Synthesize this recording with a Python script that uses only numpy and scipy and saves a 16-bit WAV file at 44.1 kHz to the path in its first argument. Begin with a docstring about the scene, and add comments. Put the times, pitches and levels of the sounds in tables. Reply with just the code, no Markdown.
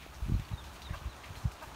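"""At the edge of a wood, chicks scratch in dry leaves a few metres from a microphone.
Their feet make bursts of tiny crackles, and now and then a leaf or twig snaps.
They peep in thin whistles, and a few short low clucks, two louder than the rest, ring in a throat.
Puffs of light wind thump on the microphone over the steady hush of air in the trees."""
import sys
import numpy as np
from scipy import signal
from scipy.fft import rfft, irfft, next_fast_len
from scipy.io import wavfile
from scipy.ndimage import map_coordinates

SR = 44100
rng = np.random.default_rng(int(sys.argv[2]) if len(sys.argv) > 2 else 0)


def generate_wav(sig):
    """Save sig (samples, or channels by samples) to the path in sys.argv[1] as 16-bit PCM at SR."""
    pcm = np.round(np.clip(np.atleast_2d(sig).T, -1, 1) * 32767).astype(np.int16)
    wavfile.write(sys.argv[1], SR, pcm)


N = 77175
T = np.arange(N) / SR  # the time of each sample in seconds

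# The tone of air in the trees. Each row: frequency in Hz, relative strength in dB.
HUSH_TONE = [(200, -1), (320, 4.5), (470, -2), (650, 2.5), (1150, 3.5), (1600, -1.5), (2100, -7),
             (3000, -9.5), (4000, -9), (4900, -14.5), (6700, -12.5), (7700, -20), (9500, -18.5),
             (10400, -37), (12000, -21), (15500, -53)]
# How loud that hush is. Each row: time in seconds, level in dB.
HUSH_LOUDNESS = [(0, -54.5), (.45, -53), (.9, -52), (1.75, -51.5)]
# The tone of air moving past the microphone. Each row: frequency in Hz, relative strength in dB.
RUMBLE_TONE = [(20, -14), (40, -5), (65, 11), (95, -4.5), (140, -2.5), (220, -13.5), (400, -33.5)]
# How loud that rumble is. Each row: time in seconds, level in dB.
RUMBLE_LOUDNESS = [(0, -50.5), (.05, -53), (.25, -49.5), (.47, -51.5), (.6, -52.5), (.88, -50.5),
                   (1.0, -49), (1.14, -54), (1.21, -53), (1.4, -50.5), (1.61, -56), (1.67, -48),
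                   (1.75, -54.5)]
# Swirls of wind. Each row: time in seconds, peak level in dB, band centre in Hz, band narrowness.
WIND_PUFFS = [(.224, -29.5, 41.6, 1.65), (0.242, -33, 40, 4.8), (0.263, -32, 60, 1.6),
              (0.286, -28, 62, 1.3), (0.298, -26.5, 90, 1.2), (0.321, -22, 77, 1.25), (.341, -20, 37, 1.44),
              (0.351, -25.5, 82, 1.4), (0.362, -26, 38, 1.8), (0.397, -30, 62, 1.15), (0.419, -38, 50, 2.7),
              (0.517, -31, 82.4, 2.4), (0.536, -26.5, 43.4, 1.37), (0.68, -46.5, 110, 3.8),
              (0.908, -26.5, 61, 1.86), (0.933, -32.5, 40.4, 1.4), (0.966, -38, 44.7, 3.5),
              (1.017, -39.5, 55, 1.8), (1.058, -30, 41, 1.7), (1.074, -33, 56.5, 1.83),
              (1.306, -34, 70, 2.5), (1.373, -40.5, 80, 2.5), (1.456, -20.5, 83.7, 3.36),
              (1.472, -35.5, 40, 1.8), (1.679, -46, 50, 2.4)]
# The tone of stirring leaves. Each row: frequency in Hz, relative strength in dB.
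LEAF_TONE = [(1200, -25), (2300, 9.5), (4000, 1), (7000, -13), (15000, -12)]
# How busily the birds stir the leaves. Each row: time in seconds, level in dB.
LEAF_LOUDNESS = [(0, -57.5), (.1, -63.5), (.27, -58.5), (.375, -65), (.43, -56.5), (.53, -62), (.6, -80),
                 (.66, -62), (.76, -61.5), (.9, -67.5), (1.05, -62.5), (1.2, -68), (1.28, -60), (1.42, -63),
                 (1.48, -69), (1.66, -57), (1.75, -76)]
# Leaves or twigs breaking, and first a low knock on a twig. Each row: start in seconds, level in dB, centre in
# Hz, width in octaves.
TWIG_SNAPS = [(0.064, -41, 417, 0.41), (0.283, -53, 3300, .5), (0.397, -43.5, 1970, 0.8),
              (0.488, -49.5, 2760, 0.39), (.641, -46, 2700, .6), (0.819, -44.5, 3300, 0.62),
              (0.868, -49, 2300, 0.23), (.957, -53, 3270, 0.51), (1.236, -46.5, 2220, 0.4),
              (1.354, -44.5, 2530, 0.33), (1.517, -50, 2450, 0.25)]
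# Strokes of a foot. Each row: start and fade time in seconds, level in dB, centre in Hz,
# width in octaves.
FOOT_SCRATCHES = [(0.015, 0.054, -52.5, 2220, 0.57), (0.137, 0.039, -57, 5630, 0.39),
                  (0.401, .018, -50.5, 2010, 0.48), (.64, 0.057, -55, 3320, 0.8),
                  (.73, 0.031, -61, 7400, 0.68), (.755, 0.016, -50, 2600, .6),
                  (0.818, 0.026, -51, 3900, 0.48), (.893, 0.011, -44.5, 1850, 0.33),
                  (.918, .012, -49.5, 1950, 0.11), (0.953, 0.026, -49, 3120, 0.4),
                  (1.042, .03, -57, 2740, 0.21), (1.16, 0.019, -58.5, 6500, 0.83),
                  (1.235, 0.026, -47, 2200, 0.53), (1.254, 0.015, -53.5, 3900, 0.85),
                  (1.355, 0.095, -57, 4380, 1.1), (1.515, 0.027, -53.5, 5000, 0.9),
                  (1.623, 0.035, -55, 4500, 2.2), (1.742, .012, -51, 2700, 0.46)]
# Low clucks. Each row: start and length in seconds, pitch in Hz, level in dB.
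CLUCK_CALLS = [(0.127, 0.021, 420, -53), (0.517, 0.017, 426, -53.5), (0.932, 0.024, 570, -44),
               (1.614, 0.033, 303, -45.5), (1.668, 0.015, 512, -53)]
# Where a bird's throat rings. Each row: centre and width in Hz, relative strength in dB.
THROAT_RINGS = [(585, 94, -8.5), (868, 410, -5.5), (1285, 205, -6.5), (1580, 67, -6.5), (2730, 100, -15)]
# Peeps. Each row: start and length in seconds, first, middle and last pitch in Hz, level in dB.
PEEP_CALLS = [(0.341, 0.015, 4100, 4150, 4220, -61), (0.415, 0.02, 3450, 3550, 3300, -62),
              (0.443, 0.022, 4300, 4500, 4530, -66), (.531, .026, 3850, 3880, 3850, -60),
              (.574, .052, 3600, 3640, 3150, -57), (.84, .05, 4000, 3810, 3480, -55),
              (1.083, 0.06, 4000, 3930, 3330, -63), (1.358, 0.034, 4250, 4150, 4100, -60.5),
              (1.393, .024, 4100, 4300, 4750, -64), (1.6, 0.012, 3650, 3720, 3600, -70)]


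def amp(db):
    """Turn decibels into a number to multiply a sound by."""
    return 10 ** (np.asarray(db) / 20)


def unit(x):
    """Scale a sound so that its average strength (rms) is 1."""
    return x / np.sqrt(np.mean(x ** 2) + 1e-20)


def at_level(x, length, db):
    """Scale a short sound to an average level of db over its length in seconds."""
    return amp(db) * x * np.sqrt(length * SR / (np.sum(x ** 2) + 1e-20))


def filtered(x, response):
    """Multiply each frequency in a sound by response(hz)."""
    size = next_fast_len(N + SR // 2)
    hz = np.fft.rfftfreq(size, 1 / SR) + 1e-3
    return irfft(rfft(x, size) * response(hz), size)[:N]


def coloured(x, tone):
    """Shape a sound with a tone table, at strength 1."""
    points_hz, db = np.transpose(tone)
    return unit(filtered(x, lambda hz: amp(np.interp(np.log(hz), np.log(points_hz), db))))


def loudness(table):
    """A volume curve that slides between the rows of a loudness table."""
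    return amp(np.interp(T, *np.transpose(table)))


def noise():
    """An even hiss (white noise)."""
    return rng.standard_normal(N)


def wobble(per_s):
    """A smooth curve through per_s random values a second."""
    return map_coordinates(noise(), [T * per_s + 2])


def arch(start, length):
    """One smooth rise and fall: half a sine wave."""
    return np.abs(np.sin(np.pi * np.clip((T - start) / length, 0, 1)))


def hush(waver_db=.5):
    """Distant air in the trees makes a soft, steady noise."""
    return loudness(HUSH_LOUDNESS) * amp(waver_db * wobble(9.4)) * coloured(noise(), HUSH_TONE)


def wood_echo(x, fade_s=.25):
    """Trunks and bushes scatter a short echo that drops 60 dB in fade_s."""
    tail = noise() * amp(-60 * T / fade_s)
    return signal.fftconvolve(x, tail / np.linalg.norm(tail))[:N]


def wind(waver_db=1, low_cut_hz=49, churn_amount=.29, churn_s=.054):
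    """Moving air rumbles, and each swirl gives the microphone one soft push with some churning."""
    out = loudness(RUMBLE_LOUDNESS) * amp(waver_db * wobble(8.8)) * coloured(noise(), RUMBLE_TONE)
    low_cut = signal.butter(3, low_cut_hz, "high", fs=SR, output="sos")
    for time, db, centre_hz, narrowness in WIND_PUFFS:
        push = np.arange(N) == round(time * SR)
        churn = churn_amount * np.sqrt(centre_hz / SR) * noise() * arch(time - churn_s / 2, churn_s)
        thump = filtered(push + churn, lambda hz: (hz / centre_hz * np.exp(-hz / centre_hz)) ** narrowness)
        puff = signal.sosfilt(low_cut, thump)  # the microphone's bass filter rings a little
        out += amp(db) * puff / np.abs(puff).max()
    return out


def crackle(per_s, spread_db=3):
    """Dry leaves give tiny clicks at random times and of unequal size."""
    clicks = (rng.random(N) < per_s / SR) * np.sign(noise())
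    return unit(clicks * amp(spread_db * np.clip(noise(), -2, 2)))


def leaf_band(x, centre_hz, octaves):
    """Dry leaves ring in a band around centre_hz, with little below 500 Hz; the result has strength 1."""
    def response(hz):
        band = 1 / (1 + (np.log2(hz / centre_hz) / octaves) ** 2)
        return band / (1 + (500 / hz) ** 2)
    return unit(filtered(x, response))


def stirring_leaves(swing_db=2):
    """Faint clumps of crackle come as the birds shuffle about."""
    rustle = coloured(crackle(per_s=540), LEAF_TONE)
    clumps = amp(swing_db * wobble(21.54))
    return loudness(LEAF_LOUDNESS) * unit(rustle * clumps)


def snaps(fade_s=.003):
    """A leaf or twig gives way, or a twig is knocked, with a sudden tick."""
    out = np.zeros(N)
    for start, db, centre_hz, octaves in TWIG_SNAPS:
        fade = (T >= start) * np.exp(-np.abs(T - start) / fade_s)
        out += amp(db) * leaf_band(noise(), centre_hz, octaves) * fade
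    return out


def scratches(rise_s=.003, rub=.31):
    """Each stroke of a foot is a burst of leaf crackle and rubbing that dies away."""
    out = np.zeros(N)
    for start, fade_s, db, centre_hz, octaves in FOOT_SCRATCHES:
        age = np.maximum(T - start, 0)
        burst = (1 - np.exp(-age / rise_s)) * np.exp(-age / fade_s)
        leaves = leaf_band(crackle(per_s=4500) + rub * noise(), centre_hz, octaves)
        out += amp(db) * leaves * burst
    return out


def throat(hz):
    """A bird's throat favours the frequencies it rings at and weakens the rest."""
    return sum((-1) ** row * amp(db) * 1j * hz * width / (centre ** 2 - hz ** 2 + 1j * hz * width)
               for row, (centre, width, db) in enumerate(THROAT_RINGS))


def clucks(pitch_waver=.0555, rasp=.64):
    """A few rough pulses ring in a bird's throat."""
    out = np.zeros(N)
    for start, length, pitch_hz, db in CLUCK_CALLS:
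        cycles = np.cumsum(pitch_hz * (1 + pitch_waver * wobble(300))) / SR
        pulses = unit(np.diff(np.floor(cycles), prepend=0))  # one click per cycle
        voice = (pulses + rasp * noise()) * arch(start, length) ** .5
        out += at_level(filtered(voice, throat), length, db)
    return out


def peeps(pitch_waver=.016, flutter_db=2):
    """The chicks give thin, slightly unsteady whistles, each bending through three pitches."""
    out = np.zeros(N)
    for start, length, first_hz, middle_hz, last_hz, db in PEEP_CALLS:
        bend = np.polyfit([0, .5, 1], [first_hz, middle_hz, last_hz], 2)
        progress = np.clip((T - start) / length, 0, 1)
        hz = np.polyval(bend, progress) * (1 + pitch_waver * wobble(600))
        whistle = np.sin(2 * np.pi * np.cumsum(hz) / SR) * amp(flutter_db * wobble(120))
        out += at_level(whistle * arch(start, length) ** .5, length, db)
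    return out


def scene():
    """Mix the birds, hush and wind in one channel; the peeps echo more than the sounds on the ground."""
    ground = scratches() + snaps() + stirring_leaves() + clucks()
    calls = peeps()
    echo = wood_echo(amp(-17) * ground + amp(-10) * calls)
    return (ground + calls + echo + hush() + wind())[None]


def record(dry):
    """The recorder keeps nothing above 15700 Hz."""
    return np.array([filtered(channel, lambda hz: hz < 15700) for channel in dry])


dry = scene()
out = record(dry)
generate_wav(out)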